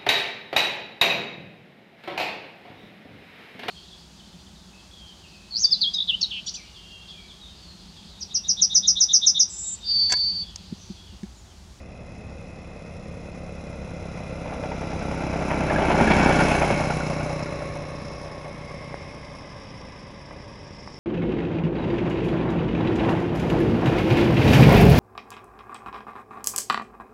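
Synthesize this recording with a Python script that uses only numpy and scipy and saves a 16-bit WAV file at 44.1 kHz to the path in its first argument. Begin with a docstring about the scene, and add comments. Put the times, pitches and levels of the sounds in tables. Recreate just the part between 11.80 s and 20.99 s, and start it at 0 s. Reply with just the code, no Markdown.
"""A one-cylinder engine putters far up an overgrown track: a light rail trolley rolls in, passes about 1.5 m
from the microphone and draws away, its engine slowing. Exhaust puffs ring the silencer, the valve gear chatters
and the drive whines; steel wheels rumble, sing on the rail and jolt the loose frame. Exhaust, chatter and
wheels change colour as the microphone hears the front, the side and then the rear. A thin high hiss pulses with
the engine, swells at the pass and later stays on, like insects beside the track."""
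import sys
import numpy as np
from scipy import signal
from scipy.fft import rfft, irfft, next_fast_len
from scipy.io import wavfile

SR = 44100
rng = np.random.default_rng(int(sys.argv[2]) if len(sys.argv) > 2 else 0)


def store_pcm(level_fs):
    """Save levels as 16-bit WAV."""
    pcm = np.round(np.clip(level_fs, -1, 1) * 32767).astype(np.int16)
    wavfile.write(sys.argv[1], SR, np.atleast_2d(pcm).T)


N = 405279
T = np.arange(N) / SR
PASS_S, CLOSEST_M, ROLL_M_PER_S = 4.428, 1.466, 4.4  # the pass in front of the microphone
TAIL_LAG_S = 0.22  # the tail of the trolley goes by this much later

# engine firing rate, easing off all the way: t/s, f/Hz
FIRING_RATE = [(0, 34.35), (1.4, 34.25), (1.8, 34.05), (2.2, 33.45), (3.0, 32.85), (3.8, 32.5),
               (5.0, 30.78), (5.8, 30.48), (7.05, 30.18), (7.8, 28.04), (8.2, 27.43), (9.19, 25.3)]
# the trolley is far ahead, near ahead, alongside, near behind and far behind: t/s
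VIEW_TIMES = [1.002, 3.1, 4.45, 5.7, 8.0]


def amp(db):
    """Decibels to gain."""
    return 10 ** (np.asarray(db) / 20)


def unit(x):
    """Scales to rms 1."""
    return x / np.sqrt(np.mean(x ** 2) + 1e-20)


def curve(rows):
    """A table of times and values at every sample."""
    return np.interp(T, *np.transpose(rows))


def swell(s, half_s):
    """A smooth rise to 1 and fall around time s."""
    return np.exp(-((T - s) / half_s) ** 2)


def drift(rate_hz):
    """Slow random wander of rms 1."""
    size = next_fast_len(N)
    hz = np.fft.rfftfreq(size, 1 / SR)
    spectrum = rfft(rng.standard_normal(size)) / (1 + (hz / rate_hz) ** 4)
    return unit(irfft(spectrum, size)[:N])


def coloured(x, points, size=8192):
    """Causal filter with the given spectrum, falling steeply outside it; rms 1."""
    hz, db = np.transpose(points)
    octave = np.log2(np.fft.rfftfreq(size, 1 / SR) + 1)
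    outside = abs(octave - np.clip(octave, np.log2(hz.min()), np.log2(hz.max())))
    gain_db = np.interp(octave, np.log2(hz), db) - 60 * outside
    log_gain = np.log(amp(np.maximum(gain_db, -100)))
    mirrored = np.concatenate([log_gain, log_gain[-2:0:-1]])
    minimum_phase = np.exp(np.conj(signal.hilbert(mirrored)))
    taps = np.fft.ifft(minimum_phase).real[:size // 2]
    return unit(signal.oaconvolve(x, taps)[:N])


def turning(x, colours, times):
    """Fades x from one colour to the next at the given times."""
    shares = [np.interp(T, times, row) for row in np.eye(len(colours))]
    return sum(share * coloured(x, colour) for share, colour in zip(shares, colours))


def grains(per_s, spread_db):
    """Random tiny impacts of uneven size."""
    size = amp(spread_db * np.minimum(rng.exponential(1, N), 4))
    return unit(size * rng.choice([-1., 1.], N) * (rng.random(N) < per_s / SR))


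def beats(cycles, uneven):
    """One click each cycle, of uneven strength."""
    return np.diff(np.floor(cycles), prepend=0) * (1 + uneven * rng.standard_normal(N))


def held(x, cycles, width_hz):
    """The part of x that follows the given cycles, ringing on between pulses."""
    turn, pole = np.exp(2j * np.pi * cycles), np.exp(-np.pi * width_hz / SR)
    return 2 * (turn * signal.lfilter([1 - pole], [1, -pole], x / turn)).real


def add(mix, s, sound):
    """Adds a sound at time s."""
    part = mix[max(round(s * SR), 0):][:len(sound)]
    part += sound[:len(part)]


def passing(carry, lag_s=0):
    """Level at the microphone in dB: the level alongside, less a loss per doubling of distance."""
    alongside_db, coming_db, going_db = carry
    along_m = ROLL_M_PER_S * (T - PASS_S - lag_s)
    doublings = np.log2(np.hypot(1, along_m / CLOSEST_M))
    return alongside_db - np.where(along_m < 0, coming_db, going_db) * doublings


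def wheel_turns(knock_s=4.3, turns_per_s=10.05, slowing_per_s2=.1):
    """Turns of the slowly braking wheels, counted from one knock."""
    t = T - knock_s
    return turns_per_s * t - .5 * slowing_per_s2 * t ** 2


def bumps(half_s=0.011):
    """Heavy bumps shake the whole trolley: dB added to the low sounds and to the high ones."""
    # t/s, rumble boost/dB, roar and chatter boost/dB
    shocks = [(4.115, -4, 4), (4.215, 6.5, 2), (4.316, 7, 7), (4.61, -3, 4.5), (4.925, 10.5, 4)]
    return sum(np.outer([low_db, high_db], swell(s, half_s)) for s, low_db, high_db in shocks)


def high_hiss(strokes, ticks, waver_db=1.5):
    """A thin pulsing hiss, its level wavering at random; late on it is like insects beside the track."""
    # early and late: f/Hz, level/dB
    colours = [
        [(2590, -23), (4400, 0), (4680, 3), (5310, 12), (6390, -1.5), (6800, 6), (8840, -20), (15000, -120)],
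        [(2590, -55), (4400, -20), (4600, -9.5), (5350, 0.5), (5600, -4), (6020, -19), (6620, -22), (6800, -22),
         (8840, -29.5), (15000, -120)],
    ]
    # hiss at the microphone: t/s, level/dB
    level = [(0.0, -64.5), (0.31, -63.5), (2.66, -58.5), (3.91, -50), (4.43, -39.5), (6.14, -54),
             (6.27, -49.5), (6.63, -55.5), (7.73, -53.5), (8.5, -56.5), (9.19, -51.5)]
    # grit snaps under a wheel: t/s, hiss boost/dB, half length/s
    snaps = [(5.633, 8, 0.0074)]
    hiss = unit(strokes * rng.standard_normal(N)) + 0.1 * ticks
    snap_db = sum(db * swell(s, half_s) for s, db, half_s in snaps)
    return turning(hiss, colours, times=[5.0, 6.8]) * amp(curve(level) + snap_db + waver_db * drift(49))


def rims():
    """Rail roughness keeps the rims ringing thinly at the tail of the trolley."""
    # rim resonance: f/Hz, level/dB
    ring = [(3750, -17.5), (3970, -3.5), (4100, -5), (4300, -22.5)]
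    # level alongside/dB, loss per doubling of distance coming/dB, going/dB
    carry = (-51, 5.4, 6.8)
    return coloured(rng.standard_normal(N), ring) * amp(passing(carry, TAIL_LAG_S))


def squeals():
    """A rubbing flange drives one mode of its wheel into a rough ring."""
    # flange rubs: t/s, half length/s, f/Hz, width/Hz, level/dB
    rubs = [(.6, 1.4, 2565, 45, -60.5), (2.44, 0.093, 2520, 50, -53.5), (4.712, 0.048, 2580, 110, -31),
            (4.938, 0.15, 2190, 90, -36.5), (7.037, 0.51, 2140, 110, -48)]
    out, friction = np.zeros(N), rng.standard_normal(N)
    for s, half_s, hz, width_hz, db in rubs:
        ring = signal.lfilter(*signal.iirpeak(hz, hz / width_hz, SR), friction)
        out += amp(db) * swell(s, half_s) * unit(ring)
    return out


def panels(cycles):
    """Engine vibration holds a few buzzing tones in the bodywork, heard mostly from behind."""
    # panel tones: multiple of the firing rate, relative level/dB
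    orders = [(16, -9), (19, -6), (36, -6.5), (37, -14.5)]
    # their loudness at the microphone: t/s, level/dB
    singing = [(0, -82), (4, -40), (4.6, -35.5), (5.3, -41.5), (5.8, -43.5), (6.4, -47.5), (7.1, -47.5),
               (7.6, -55), (9.19, -57)]
    tones = np.zeros(N)
    for order, db in orders:
        strength = amp(db) * (1 + .3 * drift(12))
        tones += strength * np.sin(2 * np.pi * order * cycles + .3 * drift(12))
    return np.sqrt(2) * amp(curve(singing)) * tones


def whine(cycles, order=72, flutter=0.25, waver=0.00912, shake=0.27):
    """A wavering tone from the drive, geared to the engine and shaken by each firing."""
    # level alongside/dB, loss per doubling of distance coming/dB, going/dB
    carry = (-38, 8, 8)
    hz = order * curve(FIRING_RATE) * (1 + waver * drift(54.7))
    tone = np.sin(2 * np.pi * np.cumsum(hz) / SR)
    strength = 1 + flutter * drift(30) + shake * np.cos(2 * np.pi * cycles)
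    return amp(passing(carry)) * unit(tone * strength)


def clinks(ring_s=0.0067, partner_ratio=0.94):
    """Loose steel fittings ring briefly, each on a close pair of modes."""
    # t/s, level/dB, f/Hz
    hits = [(3.899, -21.5, 1740), (3.96, -17, 1665), (4.275, -16, 1680), (4.592, -17, 1445),
            (5.105, -23, 1435), (5.205, -24, 1460), (5.406, -29, 1480), (5.665, -33, 1420),
            (5.819, -34, 1400)]
    out, t = np.zeros(N), T[:SR // 10]
    for s, db, hz in hits:
        pair = np.sin(2 * np.pi * hz * t) - .5 * np.sin(2 * np.pi * hz * partner_ratio * t)
        add(out, s, amp(db) * np.exp(-t / ring_s) * pair)
    return out


def clacks(ring_s=.0011):
    """Single dry knocks of metal on metal in the running gear."""
    # t/s, level/dB, f/Hz
    hits = [(0.521, -32, 620), (2.114, -26, 660), (2.915, -22, 700), (7.1425, -18, 820), (8.51, -28, 950),
            (9.076, -24, 900)]
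    out, t = np.zeros(N), T[:SR // 50]
    for s, db, hz in hits:
        modes = np.sin(2 * np.pi * hz * t) - .3 * np.sin(2 * np.pi * 2.3 * hz * t)
        add(out, s, amp(db) * np.exp(-t / ring_s) * modes)
    return out


def machinery(strokes, ticks, waver_db=2.0):
    """Valve gear and chain chatter with the engine; a fine high rattle wavers in level at random."""
    # chatter at each of the VIEW_TIMES: f/Hz, level/dB
    chatter_colours = [
        [(1030, -39), (1750, -30), (2050, -1), (2340, -15), (2390, -8), (2540, -1), (2900, -19.5), (3230, -19),
         (3450, -13), (3700, -19), (4030, -21), (4530, -32), (4700, -22), (6110, -56), (10300, -120)],
        [(1030, -31), (1750, -16), (2070, 2.5), (2250, -7), (2530, 0), (3130, -18), (3420, -10), (3700, -15),
         (3950, -8), (4440, -35), (4700, -13.5), (6110, -14.5), (10300, -120)],
        [(1030, -28), (1750, -17.5), (1890, -15), (2260, 2), (2440, -8.5), (2630, -2.5), (2840, -12),
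         (3400, -13), (3650, -19), (4700, -21.5), (6110, -71), (10300, -120)],
        [(1030, -36), (1750, -1.5), (1920, 0), (2200, 6.5), (2390, -2), (2610, 2.5), (3060, -14.5), (3680, -10),
         (4030, -4), (4470, -21), (4700, -33), (6110, -28), (10300, -120)],
        [(1030, -47), (1750, -26), (1890, -27), (2000, 13.5), (2320, 3.5), (2530, 8), (2730, 1.5), (3420, 2.5),
         (3970, -1), (4190, -38), (4700, -15.5), (6110, -28), (10300, -120)],
    ]
    # fine rattle from the tail: f/Hz, level/dB
    rattle_colour = [(3650, -37), (6200, 4.5), (6850, -9.5), (8290, -10.5), (10600, 0), (11100, -4.5),
                     (11400, -47), (14800, -38), (22000, -120)]
    # level alongside/dB, loss per doubling of distance coming/dB, going/dB
    chatter_carry = (-29.5, 7.44, 6.94)
    rattle_carry = (-44, 6.9, 7.3)
    chatter = strokes * (rng.standard_normal(N) + 0.28 * grains(per_s=700, spread_db=-1.0))
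    rattle = unit(strokes ** 2 * rng.standard_normal(N)) + .2 * ticks
    rattle += .3 * grains(per_s=150, spread_db=4)
    _, bump_db = bumps()
    rattle_db = passing(rattle_carry, TAIL_LAG_S) + waver_db * drift(54)
    return (turning(chatter, chatter_colours, VIEW_TIMES) * amp(passing(chatter_carry) + bump_db)
            + coloured(rattle, rattle_colour) * amp(rattle_db))


def knocks(rough_from_s=2.65, rough_to_s=5.85, ring_hz=686, pitch_scatter=0.041, scatter_db=1.6):
    """On the rough rail near the microphone each wheel turn knocks: rows of t/s, level/dB, f/Hz."""
    # level alongside/dB, loss per doubling of distance coming/dB, going/dB
    carry = (-10.5, 5.9, 8)
    at = np.flatnonzero(np.diff(np.floor(wheel_turns())))
    at = at[(T[at] > rough_from_s) & (T[at] < rough_to_s)]
    strength, pitch = rng.standard_normal((len(at), 2)).T
    return zip(T[at], passing(carry)[at] + scatter_db * strength, ring_hz * (1 + pitch_scatter * pitch))


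def jolts(rise_s=0.00067, clatter_s=0.032, relative_width=0.69, crest_db=17, merge_s=.03):
    """Wheel knocks and hard jolts set the loose frame clattering."""
    # hard jolts, the strongest wheel knocks and a few stray ones: t/s, rough peak level/dB, f/Hz
    hard_jolts = [(2.373, -28, 576), (2.657, -22.5, 552), (2.834, -20, 595), (3.53, -18.5, 643),
                  (3.703, -13, 829), (3.902, -12, 762), (3.982, -12.5, 617), (4.019, -15, 622),
                  (4.1, -10.5, 670), (4.595, -17, 708), (4.751, -14.5, 730), (4.815, -7.5, 660),
                  (4.901, -11.5, 654), (5.953, -27.5, 579), (6.456, -28.5, 552), (6.648, -29, 622),
                  (8.508, -31.5, 619)]
    # resonances of the frame: f/Hz, level/dB
    frame_colour = [(200, -2.5), (420, -11.5), (600, 0.5), (850, -2.5), (1050, -8), (1250, -12.5),
                    (1480, -7.5), (1850, -8), (2400, -4.5), (3500, -18.5)]
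    out, t = np.zeros(N), T[:SR // 10]
    clatter = coloured(rng.standard_normal(N) + grains(per_s=470, spread_db=4.0), frame_colour)
    envelope = (1 - np.exp(-t / rise_s)) * np.exp(-t / clatter_s)
    # a hard jolt takes the place of a knock that falls close to it
    regular = [row for row in knocks() if all(abs(row[0] - hard[0]) > merge_s for hard in hard_jolts)]
    for s, db, hz in regular + hard_jolts:
        burst = clatter[round(s * SR):][:len(t)]
        ring = signal.lfilter(*signal.iirpeak(hz, 1 / relative_width, SR), burst)
        jolt = (unit(ring) + 0.23 * unit(burst)) * envelope
        add(out, s, amp(db - crest_db) * unit(jolt))
    return out


def wheels(throb_db=0.56, late_turns=0.1, far_rumble_db=-45):
    """Steel wheels on rusty rail: a rumble from the sleepers and a gritty roar that swells each turn."""
    # rumble from the front, the side and behind: f/Hz, level/dB
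    rumble_colours = [
        [(20, -13), (48, -8.5), (95, 2.5), (150, -5.5), (210, -5.5), (300, -10.5), (390, -16), (480, -13.5),
         (700, -32)],
        [(20, -14), (48, -10), (80, 2.5), (140, -2.5), (210, 7.5), (270, 0.5), (350, 0), (430, -3.5),
         (500, -5.5), (700, -43.5)],
        [(20, -24), (48, -6), (92, 3.5), (140, -2), (200, -1), (270, -5), (380, -10.5), (480, -10.5),
         (700, -59)],
    ]
    # roar at each of the VIEW_TIMES: f/Hz, level/dB
    roar_colours = [
        [(240, -15.5), (400, -13), (503, -3), (738, -6.5), (898, -13.5), (1420, -16), (1710, -23.5),
         (1900, -17), (2470, -60), (4180, -120)],
        [(240, -30.5), (400, -21), (424, -5.5), (569, -2.5), (852, -13), (1230, -20.5), (1350, -10),
         (1480, -17), (1700, -26), (1900, -35), (2470, -32), (4180, -120)],
        [(240, -17.5), (400, 3), (480, -15.5), (523, -2), (804, 0), (915, -3), (1230, -14.5), (1430, -3),
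         (1900, -13.5), (2470, -66), (4180, -120)],
        [(400, 12), (480, 5), (560, 18.5), (660, 10), (770, 4), (920, 3.5), (1100, 5.5), (1250, 1),
         (1480, -3.5), (1900, -6.5)],
        [(240, -20), (400, -25), (438, -12.5), (569, 3.5), (652, -7), (1140, -4), (1400, -19.5), (1640, -9),
         (1900, -13.5), (2470, -18.5), (4180, -120)],
    ]
    # level alongside/dB, loss per doubling of distance coming/dB, going/dB
    rumble_carry = (-23.5, 6.5, 8.5)
    roar_carry = (-21, 7.68, 7.42)
    # running onto the rough stretch: t/s, half length/s, roar boost/dB
    roar_swell = (2.76, 0.15, 2.6)
    low_db, high_db = bumps()
    rumble = turning(rng.standard_normal(N), rumble_colours, times=[2.6, 4.3, 5.5])
    rumble_db = passing(rumble_carry) + low_db + 0.52 * drift(36)
    rumble *= np.hypot(amp(rumble_db), amp(far_rumble_db))
    grit = unit(rng.standard_normal(N) + .6 * grains(per_s=600, spread_db=2.5))
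    turn = np.cos(2 * np.pi * (wheel_turns() - late_turns))
    s, half_s, swell_db = roar_swell
    roar_db = passing(roar_carry) + swell_db * swell(s, half_s) + high_db + throb_db * turn
    return rumble + turning(grit, roar_colours, VIEW_TIMES) * amp(roar_db)


def exhaust(cycles, gas=0.33, second_puff_s=.0068, boom=0.35, boom_order=5):
    """Two puffs at each firing and a rush of gas ring the silencer, over a throb and the crank's hum."""
    # silencer from the front, the side and behind: f/Hz, level/dB
    front = [(75, -28), (100, -13.5), (135, -7), (170, -0.5), (205, 3), (238, -2.5), (275, -22), (340, -7),
             (440, -14), (515, -0.5), (580, -11.5), (680, -17.5), (850, -31.5), (1400, -34), (3000, -50)]
    side = [(70, -3), (98, -11), (128, -1.5), (160, 2.5), (220, 5.5), (260, 0.5), (350, 0.5), (410, -2),
            (480, -15.5), (540, 2), (610, -25), (800, -6), (1400, -23), (3000, -33)]
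    rear = [(70, -15), (92, -4), (122, -4), (153, 1), (183, -4), (214, -2), (250, -7), (335, -8), (390, -4),
            (455, -18), (520, -11), (585, -12), (700, -19), (1180, -22), (3000, -40)]
    # exhaust note at the microphone: t/s, level/dB
    note_level = [(0, -51), (.7, -48.5), (1.4, -42.5), (2.3, -39.5), (3.6, -31), (4.5, -23), (5.3, -31.5),
                  (6.4, -43), (7.1, -43), (7.7, -51.5), (9.19, -47)]
    # level alongside/dB, loss per doubling of distance coming/dB, going/dB
    throb_carry = (-35, 4.7, 6.7)
    hum_carry = (-31.5, 4.6, 6.5)
    puffs = beats(cycles, uneven=.13)
    puffs = unit(puffs + .6 * np.interp(T - second_puff_s, T, puffs))
    rush = gas * unit(np.exp(-(cycles % 1) / .5) * rng.standard_normal(N))
    note = turning(puffs + rush, [front, side, side, rear], times=[2.0, 3.5, 4.5, 5.1])
    note += boom * held(note, boom_order * cycles, width_hz=6)
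    throb = amp(passing(throb_carry)) * np.cos(2 * np.pi * cycles)
    hum = amp(passing(hum_carry)) * np.sin(4 * np.pi * cycles)
    return amp(curve(note_level)) * note + np.sqrt(2) * (throb + hum)


def scene():
    """Trackside, in mono: the engine's sounds share one cycle; the wheels roll at their own pace."""
    firing_hz = curve(FIRING_RATE) * (1 + .0015 * drift(10))
    cycles = np.cumsum(firing_hz) / SR
    strokes = 1 + .5 * np.exp(-(cycles % 1) / 0.6) + .5 * np.exp(-(2 * cycles % 1) / 0.3)
    ticks = unit(beats(cycles + 0.67, uneven=0.98))
    engine = exhaust(cycles) + panels(cycles) + machinery(strokes, ticks) + whine(cycles)
    running_gear = wheels() + rims() + squeals() + jolts() + clacks() + clinks()
    return (high_hiss(strokes, ticks) + engine + running_gear)[None]


def record(dry):
    """A small camera's microphone channel cuts off the highest treble."""
    edge_hz = 11220
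    lowpass = signal.firwin(601, edge_hz, window=("kaiser", 9), fs=SR)
    return signal.oaconvolve(dry, lowpass[None], "same")


dry = scene()
out = record(dry)
store_pcm(out)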